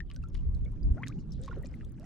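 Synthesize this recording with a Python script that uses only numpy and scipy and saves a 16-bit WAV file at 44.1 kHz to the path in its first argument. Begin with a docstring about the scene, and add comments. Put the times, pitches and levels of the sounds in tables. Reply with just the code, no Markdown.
"""Kayak on choppy sea

Wavelets lap a plastic hull on open sea, heard in stereo through two wind-buffeted microphone ports.
Trapped bubbles and rising air pockets sing as gliding sines; spray, droplet ticks and wind
are shaped noise. A thin fizz of tiny ringing bubbles lies over the wash and hiss of the sea,
and single eddies thump the ports as short low-pitched pulses."""
import sys
import numpy as np
from scipy import signal
from scipy.fft import rfft, irfft, next_fast_len
from scipy.io import wavfile
from scipy.ndimage import uniform_filter1d, map_coordinates

SR = 44100
rng = np.random.default_rng(int(sys.argv[2]) if len(sys.argv) > 2 else 0)


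def to_linear_factor(level_db):
    """Convert decibel levels (scalar or array-like) to linear amplitude factors."""
    exponent = np.asarray(level_db, float) / 20
    return 10 ** exponent


def to_wav(sig):
    """Store sig (one row per channel, or 1-D mono) as 16-bit WAV at the path in sys.argv[1].

    Samples outside -1..1 are clipped; the rate is SR.
    """
    pcm = np.clip(np.atleast_2d(sig), -1, 1) * 32767
    pcm = np.round(pcm).astype(np.int16)
    wavfile.write(sys.argv[1], SR, pcm.T)  # frames by channels


N = 90404  # samples, about 2.05 s

# Ringing bubbles: t/s, starting f/Hz, nominal peak level/dB, 60 dB decay/s
BUBBLES = [(.004,1820,-35.5,0.04),(0.099,1140,-57.5,0.11),(0.1014,2950,-45.5,0.013),
           (.137,8300,-55,0.014),(.162,1537,-52,0.042),(0.1626,5950,-46,0.0077),(.227,2650,-57,0.042),
           (0.237,1352,-47.5,0.092),(0.287,6700,-61,0.0091),
           (0.391,2950,-55,0.015),(0.548,4080,-55.5,0.019),(0.651,3460,-53,0.015),(.660,2220,-56.5,0.071),
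           (0.831,4830,-56,0.021),(.980,1400,-40.5,0.03),(1.04,2100,-35.5,0.014),
           (1.039,3250,-46.5,0.016),(1.077,3700,-41,0.011),(1.1,3880,-59,0.019),
           (1.187,2820,-59.5,0.027),(1.193,7200,-61.5,0.017),(1.307,5650,-57,0.012),(1.318,5200,-56,.008),(1.321,5490,-47,0.016),(1.345,4020,-56,.014),
           (1.416,8260,-47.5,0.0073),(1.43,3740,-54,0.054),(1.443,1730,-55.5,.02),(1.4468,3750,-50,0.012),(1.447,6700,-51,0.015),(1.48,1082,-36,0.053),
           (1.495,474,-35,0.028),(1.512,1412,-41,0.059),(1.53,1870,-47,0.017),(1.527,1086,-42.5,0.029),(1.572,382,-33,0.049),
           (1.634,1913,-49.5,0.045),(1.643,543,-38,0.029),(1.657,2460,-54.5,0.039),(1.661,5120,-39,0.0058),
           (1.669,7260,-44,0.013),(1.740,2080,-48.5,0.019),(1.816,2750,-58,0.013),(1.829,1280,-57.5,0.042),
           (1.846,3530,-58.5,0.024),(2.040,2010,-56,0.024)]
# Rising air pockets: t/s, length/s, start f/Hz, end f/Hz, nominal peak level/dB, bend (over 1 = speeds up)
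AIR_POCKETS = [(0.968,0.072,573,1294,-48.5,0.95),(1.033,0.0046,1320,2600,-32,0.52),(1.090,0.038,1121,2700,-55,2.2),
               (1.156,0.037,764,905,-65,0.84),(1.395,0.0765,450,553,-50.5,0.48),(1.998,0.057,569,816,-55,1.33)]
# Splashes, bursts of dense spray: peak t/s, length/s, centre f/Hz, width/octaves, rms level at peak/dB
SPLASHES = [(.118,0.025,1940,0.58,-63.5),(.352,0.0093,1660,1.1,-49),(.375,0.06,3100,0.8,-68),(.975,0.017,1150,0.44,-55.5),
            (1.042,0.065,1790,0.33,-56),(1.085,0.024,4470,0.34,-67),(1.2,0.017,4500,0.21,-66),(1.36,0.074,3730,0.35,-70),
            (1.443,0.037,4650,0.6,-60.5),(1.485,0.018,1920,0.78,-54.5),(1.535,0.026,1650,0.59,-60),(1.575,0.057,1360,0.36,-65),
            (1.582,0.031,470,0.25,-45.5),(1.333,0.019,5050,0.47,-63),(1.648,0.019,640,1,-61),(1.741,0.016,1810,1.4,-66),(1.812,0.014,1530,0.57,-56.5)]
# Droplet ticks: t/s, peak level/dB, centre f/Hz
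DROPLETS = [(.004,-41,3500),(0.1008,-49,3900),(.110,-63,9500),(0.1141,-43,2860),(.146,-53.5,3200),(.150,-59,9000),(0.1626,-41.5,4630),(.2273,-56.5,6350),
            (0.2386,-54,5240),(.286,-57.5,8000),(.3446,-48.5,5000),(0.3515,-40.5,2700),(.405,-72,8000),(0.5478,-51.5,5500),(0.5682,-66,8000),(0.6495,-57,5500),
            (.7187,-60,8000),(0.839,-56,10000),(0.8505,-59.5,7600),(0.9713,-62,2500),(1.0243,-51,5000),(1.0656,-49,4500),(1.072,-34,4040),
            (1.0827,-33.5,4850),(1.322,-59,9000),(1.330,-59,6950),(1.436,-55,6500),(1.481,-51.5,2600),
            (1.586,-56.5,8000),(1.627,-54,9400),(1.6353,-55,8550),(1.6496,-49.5,5000),(1.657,-46,4000),(1.752,-58.5,10500),(1.849,-52.5,7100),(1.8962,-57,6900),(1.9217,-52,8900),(1.9982,-49.5,5800),(2.0424,-56,8500)]
# Lapping activity that drives the fizz: t/s, base level/dB
LAPPING_LEVEL = [(0,-85.5),(.3,-84.5),(.42,-90.5),(.7,-85.5),(.95,-84.5),(1.1,-99),(1.25,-86.5),(1.4,-81.5),(1.55,-73.5),(1.7,-79),(1.9,-87.5),(2.05,-72)]
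# Where along the hull the water laps: t/s, left minus right level/dB
HULL_PAN = [(0, 3), (.1, 3.5), (.39, 5.5), (.55, 0), (1.03, 3.5), (1.35, 3.5), (1.5, -3), (1.7, 4.5),
            (2.05, -1)]
# Single eddies that thump the ports: peak t/s, f/Hz, bell-shaped spread/s, peak level/dB
THUMPS = [(0.224,44.6,0.012,-34),(0.471,56.5,0.0075,-22.5),(0.725,54.7,0.01,-30),(0.867,49.8,0.018,-22),(0.915,60.4,0.0063,-17)]
# Wind buffeting: t/s, level/dB
WIND_LEVEL = [(0,-43),(.17,-43),(.22,-35.5),(.29,-47),(.35,-35),(.46,-32),(.53,-31),(.62,-32.5),(.68,-40.5),(.73,-37),(.79,-41),(.84,-33),
              (.92,-28.5),(.95,-34.5),(.98,-51.5),(1.1,-45),(1.2,-40.5),(1.35,-40),(1.42,-39.5),(1.48,-45),(1.57,-37),(1.66,-46),(1.72,-45.5),(1.9,-43.5),(2.05,-47.5)]
# Colour of the buffeting: f/Hz, relative level per Hz/dB
WIND_COLOUR = [(18,-8),(30,1.5),(45,-2),(64,-2),(90,-10.5),(130,-16),(200,-30),(400,-55)]
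# Low wash of the sea: t/s, level/dB
WASH_LEVEL = [(0,-50.5),(.55,-48),(.9,-42.5),(1.1,-43),(1.45,-44),(1.7,-47),(2.05,-45.5)]
# Colour of the wash: f/Hz, relative level per Hz/dB
WASH_COLOUR = [(60,-19.5),(110,-0.5),(160,-0.5),(230,-7),(320,-16),(480,-28),(700,-47.5)]
# Broader hiss of the waves: t/s, level/dB
SURF_LEVEL = [(0,-77.5),(.3,-75),(.5,-67.5),(.8,-68.5),(1.05,-63),(1.25,-70.5),(1.55,-64.5),(1.8,-66),(2.05,-72)]
# Colour of the hiss: f/Hz, relative level per Hz/dB
SURF_COLOUR = [(350,0),(500,1.5),(800,-11.5),(1200,-6.5),(2200,-17),(4000,-22),(8000,-29.5),(15000,-51.5)]
# Likeness of the two ports in wind and sea noise: f/Hz, left-right correlation
PORT_LIKENESS = [(25, 0.068), (60, 0.13), (125, 0.83), (250, 0.9), (500, 0.66), (2000, 0.28), (5000, 0.1),
                 (10000, 0.035)]

# Bubble tones: attack, upward glide, and the water's shaking of pitch (share at 1 kHz) and level
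ATTACK_CYCLES, CLIMB_OCT_PER_S = 1.37, 0.23
WOBBLE_AT_1KHZ, WOBBLE_HZ, FLUTTER_DB = 0.014, 349.6, 2.5
POCKET_FADE_DB, POCKET_EDGE_CYCLES = -6.5, 0.45
SPLASH_RISE_TO_FALL, SPLASH_GRAIN_DB, SPLASH_GRAIN_PER_S = 0.82, 6.5, 500
TICK_T60_S, TICK_OCTAVES, TICK_TAIL_T60_S, TICK_TAIL_DB = 0.0038, 0.59, 0.046, -16
FIZZ_PER_S, FIZZ_GAIN_DB, FIZZ_SPREAD_DB = 900, 8.5, 3.72
FIZZ_LOW_HZ, FIZZ_OCTAVES, FIZZ_MIN_CYCLES, FIZZ_TILT_DB_PER_OCT = 551.3, 4.1, 10.2, -0.28
PAN_SCATTER_DB, PORT_LAG_SPREAD_S = 2.5, 3.5e-5


def bubbles(rough):
    """Air trapped under the hull rings at the pitch of each bubble and dies away."""
    out = np.zeros((2, N))
    for s, hz, db, t60 in BUBBLES:
        add(out, s, to_linear_factor(db) * ring(hz, t60, rough))
    return out


def air_pockets(rough):
    """Larger pockets of air climb in pitch as they rise, fading slightly on the way."""
    out = np.zeros((2, N))
    for s, length, start_hz, end_hz, db, bend in AIR_POCKETS:
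        progress = np.arange(int(length * SR)) / (length * SR)
        to_nearest_end = np.minimum(progress, 1 - progress)
        edge = np.minimum(1, to_nearest_end * length * start_hz / POCKET_EDGE_CYCLES)
        pitch = start_hz * (end_hz / start_hz) ** (progress ** bend)
        add(out, s, to_linear_factor(db + POCKET_FADE_DB * progress) * edge * tone(pitch, rough))
    return out


def splashes():
    """Dense spray: grainy band-passed noise that swells fast and dies away."""
    out = np.zeros((2, N))
    grain = to_linear_factor(SPLASH_GRAIN_DB * walk(SPLASH_GRAIN_PER_S))
    t = np.arange(-4096, 8192) / SR  # 0 at the peak
    for k, (s, length, hz, octaves, db) in enumerate(SPLASHES):
        own_grain = grain[k * 3500:][:len(t)]
        spray = bell(rng.standard_normal(len(t)) * own_grain, hz, octaves)
        swell = np.exp(np.where(t < 0, t / SPLASH_RISE_TO_FALL, -t) * 2 / length)
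        add(out, s + t[0], to_linear_factor(db) * swell * spray / spray.std())
    return out


def droplet_ticks():
    """Each droplet is a sharp noisy click with a faint spray behind it."""
    out = np.zeros((2, N))
    t = np.arange(4096) / SR
    click_decay = np.exp(-np.log(1000) * t / TICK_T60_S)
    spray_decay = to_linear_factor(TICK_TAIL_DB) * np.exp(-np.log(1000) * t / TICK_TAIL_T60_S)
    for s, db, hz in DROPLETS:
        noise = rng.standard_normal(len(t))
        click = bell(noise, hz, TICK_OCTAVES) * (click_decay + spray_decay)
        add(out, s, to_linear_factor(db) * click / np.abs(click).max())
    return out


def fizz(rough):
    """Many tiny bubbles of random pitch, strength and decay; louder where the lapping is busy."""
    out = np.zeros((2, N))
    for when, height, weakness, sustain in rng.random((int(FIZZ_PER_S * N / SR), 4)):
        s = when * N / SR
        octave = FIZZ_OCTAVES * height
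        hz = FIZZ_LOW_HZ * 2 ** octave
        strength_db = -FIZZ_SPREAD_DB * np.log(weakness + 0.031)  # a few stand far out
        db = table(LAPPING_LEVEL, 1, s) + FIZZ_GAIN_DB + strength_db + FIZZ_TILT_DB_PER_OCT * octave
        t60 = FIZZ_MIN_CYCLES * (1 + 4 * sustain ** 2) / hz
        add(out, s, to_linear_factor(db) * ring(hz, t60, rough))
    return out


def eddy_thumps(t):
    """Single eddies push the ports: bell-shaped low pulses, up to a quarter cycle apart in phase."""
    out = np.zeros((2, N))
    for s, hz, spread, db in THUMPS:
        pulse = np.exp(-.5 * ((t - s) / spread) ** 2)
        cycles = hz * (t - s) + rng.random((2, 1)) / 4
        out += to_linear_factor(db) * pulse * np.cos(2 * np.pi * cycles)
    return out


def wind(t):
    """Gusts buffet the ports as low, flickering turbulence."""
    return to_linear_factor(table(WIND_LEVEL, 1, t)) * turbulence(WIND_COLOUR, flicker_db=1.0, rate=18.83)


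def sea(t):
    """The sea lays a low wash and a broader wave hiss underneath."""
    wash = to_linear_factor(table(WASH_LEVEL, 1, t)) * turbulence(WASH_COLOUR, flicker_db=3.0, rate=25.)
    hiss = to_linear_factor(table(SURF_LEVEL, 1, t)) * turbulence(SURF_COLOUR, flicker_db=5.0, rate=36.0)
    return wash + hiss


def ring(hz, t60, rough):
    """A bubble's voice: a quickly rising, decaying tone whose pitch climbs."""
    t = np.arange(int(t60 * SR) + 8) / SR
    attack = np.minimum(1, t * hz / ATTACK_CYCLES)
    decay = np.exp(-np.log(1000) * t / t60)
    return attack * decay * tone(hz * 2 ** (CLIMB_OCT_PER_S * t), rough)


def tone(hz, rough):
    """A sine along a pitch track, shaken by the water around it; higher pitches waver more."""
    n = np.arange(len(hz))
    pitch_start, level_start = rng.integers(0, N // 2, 2)
    wobble = WOBBLE_AT_1KHZ * np.sqrt(hz / 1000) * rough[pitch_start + n]
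    shaken_hz = np.minimum(hz * (1 + wobble), .45 * SR)
    phase = 2 * np.pi * np.cumsum(shaken_hz) / SR
    return np.sin(phase) * to_linear_factor(FLUTTER_DB * rough[level_start + n])


def turbulence(colour, flicker_db, rate):
    """Noise bands half an octave apart, each flickering alone, part shared by both ports; mono rms 1."""
    out, padded = 0, next_fast_len(N)
    lo, hi = colour[0][0], colour[-1][0]
    for hz in lo * 2 ** np.arange(0, np.log2(hi / lo), .5):
        likeness = np.clip(table(PORT_LIKENESS, 1, hz, log=True), 0, .99)
        mid, side = bell(rng.standard_normal((2, padded)), hz, .25)[:, :N]
        pair = np.sqrt(1 + likeness) * mid + np.sqrt(1 - likeness) * side * np.array([[1], [-1]])
        band_db = table(colour, 1, hz, log=True) + flicker_db * walk(rate)
        out = out + to_linear_factor(band_db) * pair
    return out / np.sqrt(np.mean(out.mean(0) ** 2))


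def add(out, s, sound):
    """Mix in a sound at s seconds from its place along the hull, reaching the ports a little apart."""
    pan_db = table(HULL_PAN, 1, s) + PAN_SCATTER_DB * rng.standard_normal()
    lag = PORT_LAG_SPREAD_S * SR * rng.standard_normal()  # samples
    i = max(int(s * SR), 0)
    n = max(min(len(sound), N - i), 0)
    for ch, sign in enumerate((.5, -.5)):
        delayed = map_coordinates(sound, [np.arange(n) - sign * lag], order=3)
        out[ch, i:i + n] += to_linear_factor(sign * pan_db) * delayed


def walk(rate):
    """Random levels held 1 / rate s and slewed twice; spread near 1."""
    k = int(SR / rate)
    steps = np.repeat(rng.standard_normal(N // k + 1), k)
    return 1.3 * uniform_filter1d(uniform_filter1d(steps, k), k)[:N]


def bell(x, hz, octaves):
    """Band-pass that is bell-shaped on a log-frequency axis."""
    n = x.shape[-1]
    f = np.arange(n // 2 + 1) * SR / n + 1  # + 1 keeps the log finite
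    return irfft(rfft(x) * np.exp(-.5 * (np.log2(f / hz) / octaves) ** 2), n)


def table(rows, col, x, log=False):
    """Read one column of a table along its first."""
    a = np.array(rows, float)
    if log:
        return np.interp(np.log(x), np.log(a[:, 0]), a[:, col])
    return np.interp(x, a[:, 0], a[:, col])


def scene():
    """Lapping at the hull, wind on the ports and the sea, all together."""
    t = np.arange(N) / SR
    rough = walk(WOBBLE_HZ)  # the water's unrest, shared by all bubble tones
    lapping = bubbles(rough) + air_pockets(rough) + splashes() + droplet_ticks() + fizz(rough)
    return lapping + eddy_thumps(t) + wind(t) + sea(t)


def top_cut(x):
    """Nothing passes above the cut-off."""
    return signal.sosfilt(signal.butter(12, 15780, fs=SR, output="sos"), x)


def record(dry):
    """Deliver the finished mix."""
    return top_cut(dry)


dry = scene()
out = record(dry)
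to_wav(out)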